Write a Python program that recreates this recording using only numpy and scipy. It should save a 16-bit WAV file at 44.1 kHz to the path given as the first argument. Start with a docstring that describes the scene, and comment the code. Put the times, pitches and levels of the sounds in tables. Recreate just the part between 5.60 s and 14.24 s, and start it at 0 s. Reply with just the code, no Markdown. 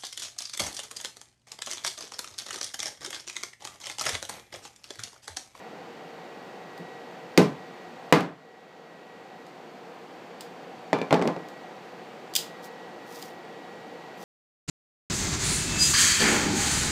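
"""A small wood-burning camp stove whirs on a table in a room: rushing air, hollow tones and a thin motor whine.
Beside it kindling is split with a knife: two hard knocks set the tabletop ringing and fill the room with echo.
Then knife and wood clatter down, a stick snaps in bright bursts, and its fibres tear in a crackle of tiny clicks.
The recorder's gain ducks at the knocks and creeps back."""
import sys
import numpy as np
from scipy import signal
from scipy.fft import rfft, irfft
from scipy.io import wavfile
from scipy.ndimage import uniform_filter1d

SR = 44100
rng = np.random.default_rng(int(sys.argv[2]) if len(sys.argv) > 2 else 0)


def inscribe(sig):
    """Save sig as 16-bit PCM at rate SR to the path in sys.argv[1].

    A 1-D sig is mono; a 2-D sig holds one channel per row.
    Samples are clipped to [-1, 1] before scaling.
    """
    pcm = np.round(np.clip(np.atleast_2d(sig).T, -1, 1) * 32767)
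    wavfile.write(sys.argv[1], SR, pcm.astype(np.int16))


N = 381024
TIME = np.arange(N) / SR
SHORT = SR // 2   # samples in half a second, the length of every short sound
SHORT_TIME = TIME[:SHORT]


def from_db(db):
    """Turn decibels into a gain."""
    return 10 ** (np.asarray(db) / 20)


def rms_one(x):
    """Scale a sound to an average (rms) level of 1."""
    return x / np.sqrt(np.mean(x ** 2) + 1e-20)


def at_hz(points, hz):
    """Read a table between its points, with frequency on a log scale as the ear hears it."""
    f, value = np.transpose(points)
    return np.interp(np.log(np.maximum(hz, 1)), np.log(f), value)


def coloured(x, spectrum):
    """Make each frequency louder or softer as the table says; the result has rms 1."""
    hz = np.fft.rfftfreq(len(x), 1 / SR)
    gain = from_db(at_hz(spectrum, hz))
    return rms_one(irfft(rfft(x) * gain, len(x)))


def one_pole(x, hz, kind):
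    """Gently remove what lies above ("low") or below ("high") a frequency."""
    return signal.lfilter(*signal.butter(1, min(hz, SR / 2 - 1), kind, fs=SR), x)


def low_cut(x, hz, order):
    """Remove the bass; a higher order cuts more steeply."""
    return signal.sosfilt(signal.butter(order, hz, "high", fs=SR, output="sos"), x)


def bell(x, hz, q, db):
    """Raise or lower one broad resonance."""
    gain = from_db(db)
    peak = signal.iirpeak(hz, q * np.sqrt(gain), fs=SR)
    return x + (gain - 1) * signal.lfilter(*peak, x)


def add(out, s, sound):
    """Mix a sound in at a time in seconds."""
    at = round(s * SR)
    out[at:at + len(sound)] += sound[:N - at]


def dying(t60):
    """Half a second of exponential decay that falls by 60 dB in t60 seconds."""
    return np.exp(-np.log(1000) * SHORT_TIME / t60)


def burst(spectrum, t60):
    """The short noisy crack of a contact or fracture."""
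    return coloured(rng.standard_normal(SHORT), spectrum) * dying(t60)


def struck(modes, scatter_db):
    """Sines that start together and decay; each blow lands elsewhere and weights them anew."""
    out = np.zeros(SHORT)
    for hz, db, t60 in modes:
        level = from_db(db + scatter_db * rng.standard_normal())
        out += level * np.sin(2 * np.pi * hz * SHORT_TIME) * dying(t60)
    return out


# how fast echoes die in the room: (frequency [Hz], time to fall 60 dB [s])
ROOM_DECAY = [(100, 0.42), (260, 0.27), (700, .34), (1840, 0.33), (4850, 0.26), (12800, 0.23)]


def room_tail(spectrum, build_s):
    """Dense echoes build up, then die away, each frequency band at its own pace."""
    noise = rfft(coloured(rng.standard_normal(SHORT), spectrum))
    hz = np.fft.rfftfreq(SHORT, 1 / SR)
    out = np.zeros(SHORT)
    for centre, t60 in ROOM_DECAY:
        # neighbouring bands blend smoothly into each other
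        share = at_hz([(f, f == centre) for f, _ in ROOM_DECAY], hz)
        out += irfft(noise * share, SHORT) * dying(t60)
    return out * (1 - np.exp(-SHORT_TIME / build_s))


# times when the motor's whine fades away: (start [s], end [s], depth [dB])
WHINE_FADES = [(0.15, 0.357, 8), (3.847, 5.44, 12), (6.07, 6.75, 7)]


def whine_gain():
    """A slightly wavering level that slides into each fade and out again."""
    level_db, slide_s = -57.5, 0.021
    waver_db, waver_hz = 1.9, 2.9
    lost_db = np.zeros(N)
    for start, end, depth_db in WHINE_FADES:
        enter = np.tanh((TIME - start) / slide_s)
        leave = np.tanh((TIME - end) / slide_s)
        lost_db += depth_db * (enter - leave) / 2
    slow_noise = one_pole(rng.standard_normal(N), waver_hz, "low")
    waver = rms_one(one_pole(slow_noise, waver_hz, "low"))
    return from_db(level_db - lost_db + waver_db * waver)


def motor_whine(overtone_db):
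    """A turning motor hums at its own pitch and an octave above; its speed wanders a little."""
    pitch_hz = 1920
    wander = rms_one(one_pole(rng.standard_normal(N), 8, "low"))
    speed = 1 + 0.0008 * wander
    phase = 2 * np.pi * np.cumsum(pitch_hz * speed) / SR
    tone = np.sin(phase) + from_db(overtone_db) * np.sin(2 * phase)
    return np.sqrt(2) * whine_gain() * tone   # a sine of height sqrt(2) has rms 1


# colour of air rushing through the stove: (frequency [Hz], relative level [dB per Hz])
AIR_COLOUR = [(30, -39), (62, -37), (100, -17.5), (165, -3), (300, -1.5), (560, -2), (800, -2),
              (1150, -8.5), (2200, -13), (3400, -19), (4600, -24.5), (7300, -30.5), (10000, -40.5),
              (15000, -40.5)]
# hollow resonances of the stove body: (frequency [Hz], width of one filter pass [Hz], rms level [dB])
STOVE_HOLLOWS = [(174.5, 21, -61.5), (354.6, 29, -60), (465.6, 33.4, -53.5), (506, 7.3, -57.5),
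                 (752, 73, -53), (4445, 530, -68)]


def stove_fan(air_db, overtone_db):
    """Rushing air is broad noise, the hollow body favours a few pitches, and the motor whines."""
    out = from_db(air_db) * coloured(rng.standard_normal(N), AIR_COLOUR)
    for hz, width, db in STOVE_HOLLOWS:
        peak = signal.iirpeak(hz, hz / width, fs=SR)
        once = signal.lfilter(*peak, rng.standard_normal(N))
        out += from_db(db) * rms_one(signal.lfilter(*peak, once))
    return out + motor_whine(overtone_db)


# colour of tearing fibres: (frequency [Hz], relative level [dB per Hz])
FIBRE_COLOUR = [(1500, -28), (3200, -7.5), (5500, -4.5), (9000, -13), (15000, -11)]
# pulls on the fibres, each swelling and easing: (middle [s], half length [s], level [dB])
PULLS = [(7.054, 0.025, -50.5), (7.59, 0.099, -49.5), (8.65, 0.058, -49.5)]


def tearing_fibres(per_s):
    """Fibres rub and tear in a dense crackle of tiny breaks of uneven size, per_s of them a second."""
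    breaks = (rng.random(N) < per_s / SR) * rng.standard_normal(N)
    effort = np.zeros(N)
    for middle, half_s, db in PULLS:
        effort += from_db(db) * np.exp(-((TIME - middle) / half_s) ** 2)
    return effort * coloured(breaks, FIBRE_COLOUR)


# wood breaking and small splinters giving way: (time [s], level [dB])
SNAPS = [(1.178, -45.5), (3.866, -47), (4.8082, -32), (5.886, -44), (6.7376, -32.5), (6.7527, -14),
         (6.7620, -11.5), (7.042, -46), (7.559, -40.5), (7.6252, -34.5)]
# colour of breaking wood: (frequency [Hz], relative level [dB per Hz])
SPLINTER_COLOUR = [(40, -31), (300, -37), (1600, -16), (2500, -8.5), (3050, 3), (4500, 0.5), (4910, 7.5),
                   (5400, -2), (7500, 0), (9800, -7.5), (13200, -7.5), (15500, -9)]


def stick_snaps(full_crack_t60, tail_db):
    """Wood breaks in bright bursts, each with its echo; full_crack_t60 is the length [s] at 0 dB."""
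    stretch = 0.1   # dB of length per dB of strength: a big fracture takes longer to run through
    out = np.zeros(N)
    for s, db in SNAPS:
        crack = burst(SPLINTER_COLOUR, full_crack_t60 * from_db(stretch * db))
        echo = from_db(tail_db) * room_tail(SPLINTER_COLOUR, build_s=0.0011)
        add(out, s, from_db(db) * (crack + echo))
    return out


# modes of the tabletop, first the quickly damped heave of the whole board:
# (frequency [Hz], relative level [dB], time to fall 60 dB [s])
TABLETOP_MODES = [(171.4, 6.5, 0.11), (288.2, 3, 0.12), (430, 2.5, 0.067), (125, -8, 0.15),
                  (164.2, -3.5, 0.22), (192.6, -16, 0.23), (271.3, -5, 0.32), (305, -10.5, 0.36),
                  (421.2, -3, 0.26), (479, -1.5, 0.19), (545, -34, 0.084), (655, -9, 0.12),
                  (724, -12, 0.051), (881, -6.5, 0.079), (1030, -17, 0.36), (1201, -14.5, 0.27),
                  (1517, -17.5, 0.14), (1620, -26, 0.15), (2046, -2.5, 0.067), (2510, -16.5, 0.11),
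                  (3890, -32, 0.15), (4440, -20.5, 0.09)]
# colour of the dense ring of table and room: (frequency [Hz], relative level [dB per Hz])
BODY_COLOUR = [(30, 2), (75, -23), (120, -6), (170, 9.5), (480, -2), (800, -7.5), (1500, -14.5),
               (2200, -16.5), (3000, -20.5), (4500, -21.5), (8000, -31), (10000, -36.5), (15000, -40)]
# colour of the crack of the contact itself: (frequency [Hz], relative level [dB per Hz])
CRACK_COLOUR = [(40, -25), (200, 11), (600, 4), (1200, -15.5), (2100, -4), (4000, -11), (7500, -17),
                (10000, -26), (15000, -26)]


def table_blow(modes_db, tail_db, crack_db, crack_t60, low_hz, high_hz, swell_s=0.0089):
    """One contact cracks, sets the tabletop ringing and fills the room."""
    swell = 1 - np.exp(-SHORT_TIME / swell_s)   # the heavy board takes a moment to move
    ring = from_db(modes_db) * struck(TABLETOP_MODES, scatter_db=1.0) * swell
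    echo = from_db(tail_db) * room_tail(BODY_COLOUR, build_s=0.0016)
    crack = from_db(crack_db) * burst(CRACK_COLOUR, crack_t60)
    # light things drive little bass, soft contacts little treble
    without_bass = one_pole(ring + echo + crack, low_hz, "high")
    return one_pole(without_bass, high_hz, "low")


# modes of the knife: (frequency [Hz], relative level [dB], time to fall 60 dB [s])
BLADE_MODES = [(641, 0, .06), (926, -6, .16), (1720, -10, .1), (2335, -7, .16), (2420, -10, .13),
               (3526, -16, .1), (7246, -29, .14)]


def blade_ring(db):
    """The struck knife rings briefly at its own pitches."""
    return from_db(db) * struck(BLADE_MODES, scatter_db=2)


# loose wood and the knife land and bounce:
# (time [s], strength [dB], brightness: treble cutoff [Hz], ring of the blade [dB])
LANDINGS = [ (2.607, -22.5, 12000, -50), (5.3302, -20, 3600, -23), (5.387, -37.5, 4500, -30),
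            (5.4157, -30.5, 3500, -31.5), (5.5082, -20.5, 1800, -40), (5.5270, -16.5, 3800, -44),
            (5.5430, -27.5, 5000, -50), (5.5935, -27, 1100, -50), (5.6153, -24.5, 1100, -50),
            (5.6232, -29, 6500, -50), (5.6550, -22.5, 520, -42), (5.6754, -25.5, 5000, -46),
            (5.7641, -33, 1110, -55)]


def clatter():
    """Light, hollow contacts of loose things on the same tabletop."""
    out = np.zeros(N)
    for s, db, high_hz, blade_db in LANDINGS:
        blow = table_blow(modes_db=-4.0, tail_db=-0.5, crack_db=10.5, crack_t60=0.015,
                          low_hz=207, high_hz=high_hz)
        hollow = bell(blow, hz=770, q=1, db=6.5)
        add(out, s, from_db(db) * hollow + blade_ring(blade_db))
    return out


# the knife is set on the kindling, then driven through it onto the board:
# (time [s], strength [dB], brightness: treble cutoff [Hz], ring of the stick [dB])
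CHOPS = [(1.190, -31.5, 135, -3), (1.7757, -7, 14900, -2), (2.525, -1, 17000, 6.5)]


def chops():
    """Heavy blows reach deep; the stick is damped while pressed to the board and rings once it splits."""
    hard_hz = 6000   # a contact duller than this presses rather than cracks
    crack_db, blade_db = 7, -27   # relative to the strength of the chop
    out = np.zeros(N)
    for s, db, high_hz, wood_db in CHOPS:
        soft_db = 20 * np.log10(min(high_hz / hard_hz, 1))
        blow = table_blow(modes_db=-3.0, tail_db=-2.0, crack_db=crack_db + soft_db, crack_t60=0.017,
                          low_hz=45, high_hz=high_hz)
        with_stick = bell(blow, hz=1500, q=0.54, db=wood_db)
        add(out, s, from_db(db) * with_stick + blade_ring(db + blade_db + soft_db))
    return out


def scene():
    """Fan and handiwork, close to one microphone; the knocks, clatter and snaps carry little deep bass."""
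    fan = stove_fan(air_db=-44.5, overtone_db=-14.5)
    fibres = tearing_fibres(per_s=2500)
    snaps = low_cut(stick_snaps(full_crack_t60=0.025, tail_db=-15), hz=900, order=1)
    landings = low_cut(clatter(), hz=124, order=2)
    knocks = low_cut(chops(), hz=104, order=3)
    return (fan + fibres + snaps + landings + knocks)[None]


def gain_control(x, limit_db, release_s, size):
    """The gain drops at once by the excess over the limit and recovers slowly."""
    power = uniform_filter1d(x[0] ** 2, size)   # running average over size samples
    level_db = 10 * np.log10(np.maximum(power, 1e-12))
    excess_db = np.maximum(level_db - limit_db, 0)
    # each drop shrinks exponentially; the largest one at any moment counts
    fade = np.exp(-TIME / release_s)
    drop_db = np.maximum.accumulate(excess_db / fade) * fade
    return x * from_db(-drop_db)


def record(dry):
    """The recorder controls the gain, rounds the peaks and steeply cuts the top treble."""
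    level = gain_control(dry, limit_db=-10.0, release_s=0.91, size=700)
    top = 0.7   # rounded peaks stay below this
    rounded = level / (1 + (level / top) ** 6) ** (1 / 6)
    treble_cut = signal.ellip(10, 0.2, 70, 15500, fs=SR, output="sos")   # cutoff 15500 Hz
    return signal.sosfilt(treble_cut, rounded)


dry = scene()
out = record(dry)
inscribe(out)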